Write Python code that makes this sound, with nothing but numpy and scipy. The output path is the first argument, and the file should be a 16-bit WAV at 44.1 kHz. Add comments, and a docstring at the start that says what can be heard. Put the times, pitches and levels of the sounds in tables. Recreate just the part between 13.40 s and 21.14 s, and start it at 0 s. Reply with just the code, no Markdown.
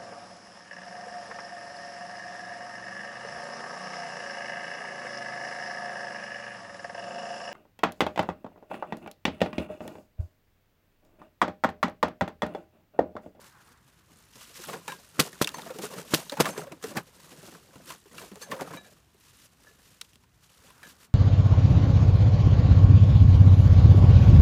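"""Dog trampling plastic bottles

A dog tramples a heap of empty plastic bottles and sheeting on grass while tugging at a toy.
Bottles dent with hollow rings and bright snaps, over a shifting rustle made of crackling noise and short knocks.
Four flat slaps push air and crack; the steel clip and ring of the lead clink as sums of fading sines.
Soft scuffing, a low breeze and faint hiss are coloured noise; the dents and clinks reflect once off the ground.
"""
import sys
import numpy as np
from scipy import signal
from scipy.fft import rfft, irfft
from scipy.io import wavfile
from scipy.ndimage import map_coordinates

SR = 44100
rng = np.random.default_rng(int(sys.argv[2]) if len(sys.argv) > 2 else 0)


def nominal_scale(level):
    """Amplitude ratio for a level in decibels (scalar or array-like)."""
    x = np.asarray(level, float) / 20
    return 10 ** x


def materialize(psi):
    """Save the field psi as 16-bit PCM at rate SR to the path in sys.argv[1].

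    A 1-D psi becomes a single channel; in a 2-D psi each row is a channel.
    """
    bounded = np.clip(np.atleast_2d(psi).T, -1, 1)
    quanta = np.round(bounded * 32767).astype(np.int16)
    wavfile.write(sys.argv[1], SR, quanta)


N = 341334

# tone colour of bright cracks in plastic: pitch_hz, level_db (per Hz)
CRACK_COLOUR = [(500, -54), (1000, -2), (2100, -4.5), (3400, -1.5), (5000, -2), (8000, -5.5), (12000, -7),
                (15400, -16), (16000, -45)]
# tone colour of the hollow bottles: pitch_hz, level_db (per Hz)
HOLLOW_COLOUR = [(60, -50), (100, -11.5), (157, 2), (300, -5), (530, -4.5), (800, -10), (1100, -9.5),
                 (1600, -13), (2500, -17), (6000, -55)]


def unit(x):
    """Scale a sound to an average strength (rms) of 1."""
    return x / np.sqrt(np.mean(x ** 2) + 1e-20)


def wobble(rate):
    """A smooth random curve through this many random points a second."""
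    points = rng.standard_normal(int(N * rate / SR) + 4)
    return map_coordinates(points, [np.arange(N) * rate / SR])


def coloured(x, spectrum):
    """Filter a sound to a tone colour, without sound ahead of its cause; white noise keeps its power."""
    size = 4096
    pitch_hz, level_db = np.transpose(spectrum)
    log_hz = np.log(np.fft.rfftfreq(size, 1 / SR) + 1)
    gain = nominal_scale(np.interp(log_hz, np.log(pitch_hz), level_db)) + 1e-6
    # folding the cepstrum puts the filter's energy as early as possible (minimum phase)
    cepstrum = irfft(np.log(gain))
    cepstrum[1:size // 2] *= 2
    cepstrum[size // 2 + 1:] = 0
    kernel = irfft(np.exp(rfft(cepstrum)))
    return signal.fftconvolve(x, kernel / np.linalg.norm(kernel))[:len(x)]


def add(track, start_s, sound):
    """Mix a sound into a track at a time, cut off at the track's end."""
    part = track[round(start_s * SR):][:len(sound)]
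    part += sound[:len(part)]


def crackle(n, share, spread_db):
    """Noise in which a share of the samples stick out as tiny snaps, by at most spread_db."""
    noise = rng.standard_normal(n)
    pick = rng.random(n)
    size = rng.random(n) ** 2
    return unit(noise * np.where(pick < share, nominal_scale(spread_db * size), 1))


def dents():
    """A wall buckles in a short run of slips: they ring the bottle's hollow and snap brightly at the crease."""
    # one dent a row: start_s, level_db, hollow_hz, snap_db (over the hollow), crease_hz
    dent_list = [(0.955, -39.5, 218.3, -5, 5330), (1.01, -45, 1170, -1, 2750), (1.141, -58, 215, 14, 5360),
                 (1.19, -36.5, 340.6, -22, 2520), (1.238, -34.5, 1420, -3, 5760),
                 (1.285, -26, 640, -26.5, 2710), (1.33, -26, 1060, -18, 2560),
                 (1.337, -27.5, 458.4, -41, 2400), (1.479, -24, 893, -3, 2460), (1.52, -29, 1010, -3, 2500),
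                 (1.929, -49.5, 660, 11.5, 1940), (2.044, -32, 301.5, 10, 3530),
                 (2.073, -28.5, 1250, 8, 2700), (2.09, -36, 1600, 6.5, 3540), (2.141, -22, 968, -18, 6400),
                 (2.182, -27, 850, -22.5, 2040), (2.218, -41, 380, 2.5, 3570),
                 (2.26, -26.5, 670, -36.5, 2860), (2.303, -25, 513, -32, 1960),
                 (2.35, -31.5, 428, -26.5, 1920), (2.386, -26.5, 327, -7.5, 6000),
                 (2.436, -25.5, 436, -8.5, 1890), (2.534, -29.5, 422, -23, 3040),
                 (2.598, -40, 431, -19.5, 2990), (2.896, -38, 1510, 9.5, 3860),
                 (2.92, -21, 557, -15.5, 4780), (2.969, -25, 920, -23, 1880), (3.045, -26, 1010, -8, 3110),
                 (3.054, -15, 1160, -20, 1970), (3.064, -21.5, 640, -22, 2060),
                 (3.089, -25, 546, -4.5, 2020), (3.177, -22, 404, -7, 1890), (3.267, -33, 536, -25.5, 1970),
                 (3.32, -32.5, 333, -5, 2640), (3.426, -37, 1190, -2, 6800), (3.439, -22, 424, -5.5, 1900),
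                 (3.471, -32, 212, -23, 5180), (3.567, -25, 786, -5.5, 1875),
                 (3.571, -18.5, 1567, -6, 2050), (3.918, -39, 283, -8, 2500),
                 (4.029, -37.5, 205, -11, 6920), (4.074, -37, 330, -11.5, 6400),
                 (4.122, -39, 417, -19, 3240), (4.356, -37, 192.2, -10, 2610), (4.502, -28, 1130, -6, 2670),
                 (4.655, -44, 370, -22, 2550), (4.712, -46, 240, -7, 1960), (4.781, -36.5, 1230, 1.5, 2820),
                 (4.815, -34.5, 413, -16, 4420), (4.915, -33, 189.7, -17, 2070),
                 (4.956, -36.5, 409.4, -6, 7000), (5.016, -40, 470, 2.5, 4160),
                 (5.114, -28.5, 1120, -3, 2984), (5.116, -21, 1087, -26, 1900),
                 (5.143, -30.5, 479, -14, 1900), (5.162, -31, 528, -24, 5820),
                 (5.209, -27.5, 257, -3, 2130), (5.305, -32.5, 475, -19.5, 1900),
                 (5.351, -39, 519, -22, 1900), (5.363, -35, 1028, -21, 3840),
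                 (5.743, -51, 388, -10.5, 2720), (6.612, -49.5, 460, 22, 3840), (6.647, -64, 226, 13, 2860),
                 (6.732, -60, 289, 10, 2830), (6.756, -53.5, 224.6, 6, 3360),
                 (6.836, -54.5, 998.5, -0.5, 2531), (7.301, -45, 1037, -5.5, 2790),
                 (7.431, -35.5, 1640, -4.5, 2280)]
    hollow, snaps = np.zeros(N), np.zeros(N)
    t = np.arange(SR // 4) / SR

    def ringing(hz, cycles):
        """A tone that falls by 60 dB within some cycles."""
        return nominal_scale(-60 * t * hz / cycles) * np.cos(2 * np.pi * hz * t)

    for start_s, level_db, hollow_hz, snap_db, crease_hz in dent_list:
        life_s = 0.076 * (600 / hollow_hz) ** 0.1  # deeper dents last a little longer
        fade_in = 1 - np.exp(-t / (0.017 * life_s))
        slips = crackle(len(t), 0.0075, spread_db=24.0) * nominal_scale(-60 * t / life_s) * fade_in

        # the main panel tone keeps its pitch; weaker neighbours are randomly detuned
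        detune_db = rng.normal(0, 1.0, 4) * [1, 0, 1, 1]
        ratios = np.array([.6, 1, 1.6, 2.4]) * nominal_scale(detune_db)
        mode_db = (-13.0, 0.5, -9.5, -14)
        body = sum(nominal_scale(db) * ringing(hollow_hz * r, cycles=17.1) for r, db in zip(ratios, mode_db))
        ring = signal.fftconvolve(slips, body)[:len(t)]
        add(hollow, start_s, nominal_scale(level_db - 2.52) * ring / np.max(np.abs(ring)))

        # a slower fade plus a burst that falls by 60 dB in 12 ms
        snap_fade = nominal_scale(-60 * t / (0.42 * life_s)) + 1.2 * nominal_scale(-60 * t / 0.012)
        snap = crackle(len(t), 0.026, spread_db=23) * snap_fade * (1 - np.exp(-t / 0.00057))
        snap *= nominal_scale(level_db + snap_db + 11.5) / np.linalg.norm(snap)
        add(snaps, start_s, snap)

        crease = ringing(crease_hz, cycles=19)
        crease_ring = signal.fftconvolve(snap, crease / np.linalg.norm(crease))[:len(t)]
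        add(hollow, start_s, nominal_scale(1.5) * crease_ring)
    return hollow + coloured(snaps, CRACK_COLOUR)


def slaps():
    """A graze, trapped air shoved out in one or two pushes, then a broad crack that booms in the bottles."""
    # one slap a row: push_s, push_db, fore_push_share (0-1), crack_db, crack_delay_ms, boom_db
    slap_list = [(1.7934, -11.5, 1, -14, 2.4, -22), (2.0152, -6.5, 0.44, -20, 1.2, -28.5),
                 (2.7378, -7.5, .55, -17.5, 1.9, -27), (3.0016, -5.5, 0, -17, 0.33, -17)]
    pushes, cracks, booms = np.zeros(N), np.zeros(N), np.zeros(N)
    t = np.arange(SR // 4) / SR
    lead_s = .006  # room for the graze ahead of the main push
    ms = (t - lead_s) * 1000

    def bump(at_s, width_s):
        """A smooth pulse of air pressure, timed from the main push."""
        return np.exp(-((t - lead_s - at_s) / width_s) ** 2)

    for push_s, push_db, fore_share, crack_db, delay_ms, boom_db in slap_list:
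        main_push = bump(0, 0.00023) - .5 * bump(0.0012, 0.00041)
        fore_push = bump(-0.00049, 0.00044) - 1.15 * bump(-0.00033, .00015)
        push = main_push + fore_share * fore_push

        # the stronger the fore-push, the later the graze begins
        graze = nominal_scale(-15.0) * (ms > -5.2 + 3.8 * fore_share)
        swell = np.maximum(graze, 1 / (1 + np.exp((delay_ms - ms) / 0.27)))
        fading_ms = np.clip(ms - delay_ms - 7.5, 0, None)
        shape = swell * (nominal_scale(-2.2 * fading_ms) + nominal_scale(-4.0 - 0.65 * fading_ms))  # quick fall, slow rattle

        begin_s = push_s - lead_s
        add(pushes, begin_s, nominal_scale(push_db) * push)
        add(cracks, begin_s, nominal_scale(crack_db - 6.5) * shape * crackle(len(t), 0.088, spread_db=22.0))
        add(booms, begin_s, nominal_scale(boom_db - 3.5) * shape * crackle(len(t), 0.0033, spread_db=19))
    return pushes + coloured(cracks, CRACK_COLOUR) + coloured(booms, HOLLOW_COLOUR)


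def heap():
    """Countless small shifts: bottles knock hollow, the sheeting crinkles and ticks; both in uneven flurries."""
    # tone colour of the sheeting: pitch_hz, level_db (per Hz)
    sheet_colour = [(590, -29), (1000, -5.5), (1890, -5), (2170, -7), (2860, -3.5), (3210, -5.5),
                    (6880, -6), (13900, -12), (15400, -16.5), (15900, -54)]
    bottle_gain, sheet_gain = restlessness()
    flurry = wobble(40)  # shared by bottles and crinkling

    jostle = knocks(330, 139.3, 12.88, cycles=22.7, spread_db=12.5)
    jostle = jostle + nominal_scale(8.0) * crackle(N, 0.0044, spread_db=22)
    bottle_flurry = nominal_scale(2.5 * flurry + 1.79 * wobble(90))
    hollow = unit(bottle_flurry * coloured(jostle, HOLLOW_COLOUR))

    sheet_flurry = nominal_scale(1.8 * flurry + 1.8 * wobble(200))
    crinkle = unit(sheet_flurry * coloured(crackle(N, 0.012, spread_db=16.5), sheet_colour))
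    # single creases of the sheeting, set against its crinkle
    ticks = nominal_scale(-10.5) * knocks(70, 2500, 4.8, cycles=19, spread_db=13.5)
    return bottle_gain * hollow + sheet_gain * (crinkle + ticks)


def restlessness():
    """Loudness of bottles and sheeting: the heap settles, and surges as the dog shifts its weight."""
    # the heap never quite settles: time_s, bottles_db, sheeting_db
    settling = [(0, -73, -67), (.65, -72.5, -70), (1.1, -63.5, -59), (1.75, -64.5, -58.5),
                (2.2, -61, -56.5), (2.85, -66, -55), (3.37, -57, -64.5), (3.75, -61.5, -61.5),
                (4.28, -63.5, -63), (4.64, -72.5, -66), (5.2, -55, -59.5), (5.6, -71.5, -69.5),
                (5.77, -80, -78), (6.4, -72.5, -65.5), (6.95, -79, -79.5), (7.55, -67, -66.5),
                (7.74, -72.5, -84.5)]
    # one surge a row: crest_s, build_s and die_s (time for 20 dB, at least quickest_s), bottles_db, sheeting_db
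    shifts = [(.02, .1, 0.19, -61.5, -56.5), (.33, 0.19, -0.16, -62.5, -64), (.48, -0.3, .04, -77, -66),
              (.73, .1, .12, -63.5, -64), (.83, 0.1, -0.4, -76.5, -61), (.965, 0.08, .06, -60, -52.5),
              (1.02, 0.06, 0.14, -66, -50.5), (1.166, 0.01, 0.19, -60, -46.5),
              (1.24, .07, 0.14, -54.5, -46), (1.3, 0.01, 0.13, -44, -49.5),
              (1.34, 0.007, 0.12, -42.5, -53.5), (1.499, 0.013, 0.08, -41.5, -43.5),
              (1.813, 0.0233, 0.016, -28, -46), (1.86, 0.11, 0.05, -42.5, -42.5),
              (2.022, 0.25, 0.4, -52.5, -55.5), (2.17, 0.03, 0.37, -47.5, -52),
              (2.31, 0.09, 0, -42.5, -73.5), (2.43, -0.0237, 0.09, -40, -38),
              (2.58, 0.14, 0.14, -42.5, -48.5), (2.755, 0.11, 0.14, -45.5, -42),
              (2.92, 0.16, 0.2, -50.5, -52.5), (2.999, .03, 0.0658, -33, -51),
              (3.07, .06, 0.11, -32.5, -42.5), (3.188, 0.0245, 0.0832, -36, -45.5),
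              (3.321, -0.4, 0.03, -42.5, -66.5), (3.441, .03, 0.17, -49, -47), (3.53, 0, 0.01, -44.5, -67),
              (3.573, 0.04, 0.0535, -29.5, -45), (3.92, 0.3, 0.1424, -57.5, -56.5),
              (4.089, .17, 0.24, -52, -53.5), (4.38, 0.3, 0.17, -57, -71),
              (4.492, 0.0643, 0.11, -47, -45.5), (4.81, .13, 0.15, -49.5, -48.5),
              (5.03, .05, 0.03, -45, -43.5), (5.131, 0.09, 0.063, -39.5, -54.5),
              (5.221, 0.06, 0.0426, -37.5, -50), (5.35, 0.18, 0.0849, -42.5, -53.5),
              (5.51, 0.4, 0.13, -60, -61), (5.901, 0.2, .12, -67.5, -60.5), (6.06, 0.35, 0.04, -68, -58.5),
              (6.27, 0.15, 0.23, -62, -63), (6.48, 0.2077, 0.28, -67.5, -60), (6.63, .03, 0.23, -75.5, -65),
              (7.12, 0.2455, .2, -73, -61), (7.28, 0.2, 0.1932, -62.5, -58.5), (7.44, 0.1, 0.23, -59, -63),
              (7.512, 0.14, 0.03, -68, -55), (7.65, 0.14, 0, -68, -57.5)]
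    quickest_s = .03
    roundness = 1.4  # 1 = pointed crest, more = flatter top and steeper flanks

    t = np.arange(0, N / SR + .002, .001)
    time_s, *settling_db = np.transpose(settling)
    crest_s, build_s, die_s, *surge_db = np.transpose(shifts)[:, :, None]
    after = (t - crest_s) / np.maximum(die_s, quickest_s)
    before = (crest_s - t) / np.maximum(build_s, quickest_s)
    fade_db = -20 * np.maximum(after, before) ** roundness

    gains = []
    for low_db, high_db in zip(settling_db, surge_db):
        settling_power = nominal_scale(2 * np.interp(t, time_s, low_db))
        surge_power = nominal_scale(2 * (high_db + fade_db)).sum(axis=0)
        gain = np.sqrt(settling_power + surge_power)
        gains.append(np.interp(np.arange(N) / SR, t, gain))
    return gains


def knocks(rate, low_hz, span, cycles, spread_db):
    """Bumps at random moments, rate a second, each a short ring pitched from low_hz to span times that."""
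    draws = rng.random((round(rate * N / SR), 3))  # moment, pitch, strength
    start = (draws[:, 0] * N).astype(int)
    hz = (low_hz * span ** draws[:, 1])[:, None]
    t = np.arange(SR // 25) / SR
    turns = hz * t
    level = nominal_scale(spread_db * draws[:, 2:] - 60 * turns / cycles)
    # higher rings are stronger so that every pitch carries alike power per Hz
    rings = hz * level * np.sin(2 * np.pi * turns) * np.tanh(turns / 1.3)
    places = start[:, None] + np.arange(len(t))
    return unit(np.bincount(places.ravel(), rings.ravel(), N + len(t))[:N])


def lead_steel():
    """The clip of the lead clinks low, the harness ring jingles high."""
    clinks = [(1.48, -34, 2000), (1.5, -37, 2100), (4.781, -45.5, 1830), (5.025, -42, 1700),
              (5.372, -39, 2930), (5.446, -48.5, 2310), (6.27, -57, 1800), (7.43, -39.5, 1680),
              (7.451, -46.5, 2230)]
    jingles = [(2.146, -36, 5300), (3.075, -45.5, 7537), (3.088, -42, 9500), (3.1, -46, 11670),
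               (3.113, -43.5, 6860), (3.132, -51, 8200), (3.168, -55, 6330), (3.185, -45, 8200),
               (3.222, -57, 6300), (5.018, -40, 4600), (5.022, -37, 6840), (5.024, -46, 11200)]
    clip_tones = [(1620, -7, .2), (1720, 0, .15), (2347, -9, .08), (3000, -12, .07), (3844, -2, .16),
                  (6261, -10, .07)]
    ring_tones = [(4400, 0, .09), (6300, -2, .14), (7600, 0, .08), (8250, -3, .13), (9420, 0, .1),
                  (10630, -5, .09), (11400, -4, .07), (12540, -4, .09)]
    return metal(clinks, clip_tones, reach_db=12.0) + metal(jingles, ring_tones, reach_db=37.0)


def metal(touches, modes, reach_db):
    """Each touch rings a steel part; tones lose reach_db per octave away from the region it excites."""
    out = np.zeros(N)
    t = np.arange(SR // 4) / SR
    for start_s, touch_db, centre_hz in touches:
        luck_db = rng.normal(0, 4.1, len(modes))
        sound = np.zeros(len(t))
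        for (hz, mode_db, t60_s), chance_db in zip(modes, luck_db):
            distance_db = reach_db * abs(np.log2(hz / centre_hz))
            level_db = touch_db + mode_db + chance_db - distance_db
            sound += nominal_scale(level_db - 60 * t / t60_s) * np.sin(2 * np.pi * hz * t)
        add(out, start_s, sound)
    return out


def scuff():
    """Something soft drags unevenly over the grass: crackling noise in the middle pitches."""
    # loudness over time: time_s, level_db
    loudness = [(0, -62.5), (.2, -64), (.36, -65.5), (.42, -73), (7.05, -90.5), (7.2, -70), (7.4, -64.5),
                (7.62, -71.5), (7.74, -85.5)]
    # tone colour: pitch_hz, level_db (per Hz)
    scuff_colour = [(400, -40.5), (750, -4), (1000, 1.5), (1250, -1), (1550, 0.5), (2200, -9), (3500, -31)]
    time_s, level_db = np.transpose(loudness)
    gain = nominal_scale(np.interp(np.arange(N) / SR, time_s, level_db) + 2.5 * wobble(38))
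    return gain * unit(coloured(crackle(N, 0.0037, spread_db=12), scuff_colour))


def air():
    """Low breeze and far hiss: coloured noise, gently unsteady."""
    # tone colour: pitch_hz, level_db (per Hz)
    air_colour = [(24, -32), (40, 15), (130, 5.5), (296, -7.5), (362, -8.5), (553, -15), (1360, -14.5),
                  (3110, -20.5), (6420, -28.5), (13600, -32), (15400, -24), (15900, -66)]
    gain = nominal_scale(-61.5 + 0.4 * wobble(2.1))
    return gain * unit(coloured(rng.standard_normal(N), air_colour))


def scene():
    """All sources; the dents and clinks arrive once more off the ground, later and weaker."""
    near = dents() + lead_steel()
    bounce = 97  # samples, about 2.2 ms
    reflection = nominal_scale(-18) * np.pad(near, (bounce, 0))[:N]
    return (near + reflection + heap() + slaps() + scuff() + air())[None]


def band_limit(x):
    """A steep low-pass at the top of the band."""
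    return signal.sosfilt(signal.butter(12, 16310, fs=SR, output="sos"), x)


def record(dry):
    """The microphone weakens the deep bass and rounds off the loudest peaks."""
    bass_cut = signal.butter(2, 88, "highpass", fs=SR, output="sos")  # Hz
    heard = signal.sosfilt(bass_cut, dry)
    rounded = heard / (1 + (heard / .45) ** 4) ** (1 / 4)  # never exceeds .45
    return band_limit(rounded)


dry = scene()
out = record(dry)
materialize(out)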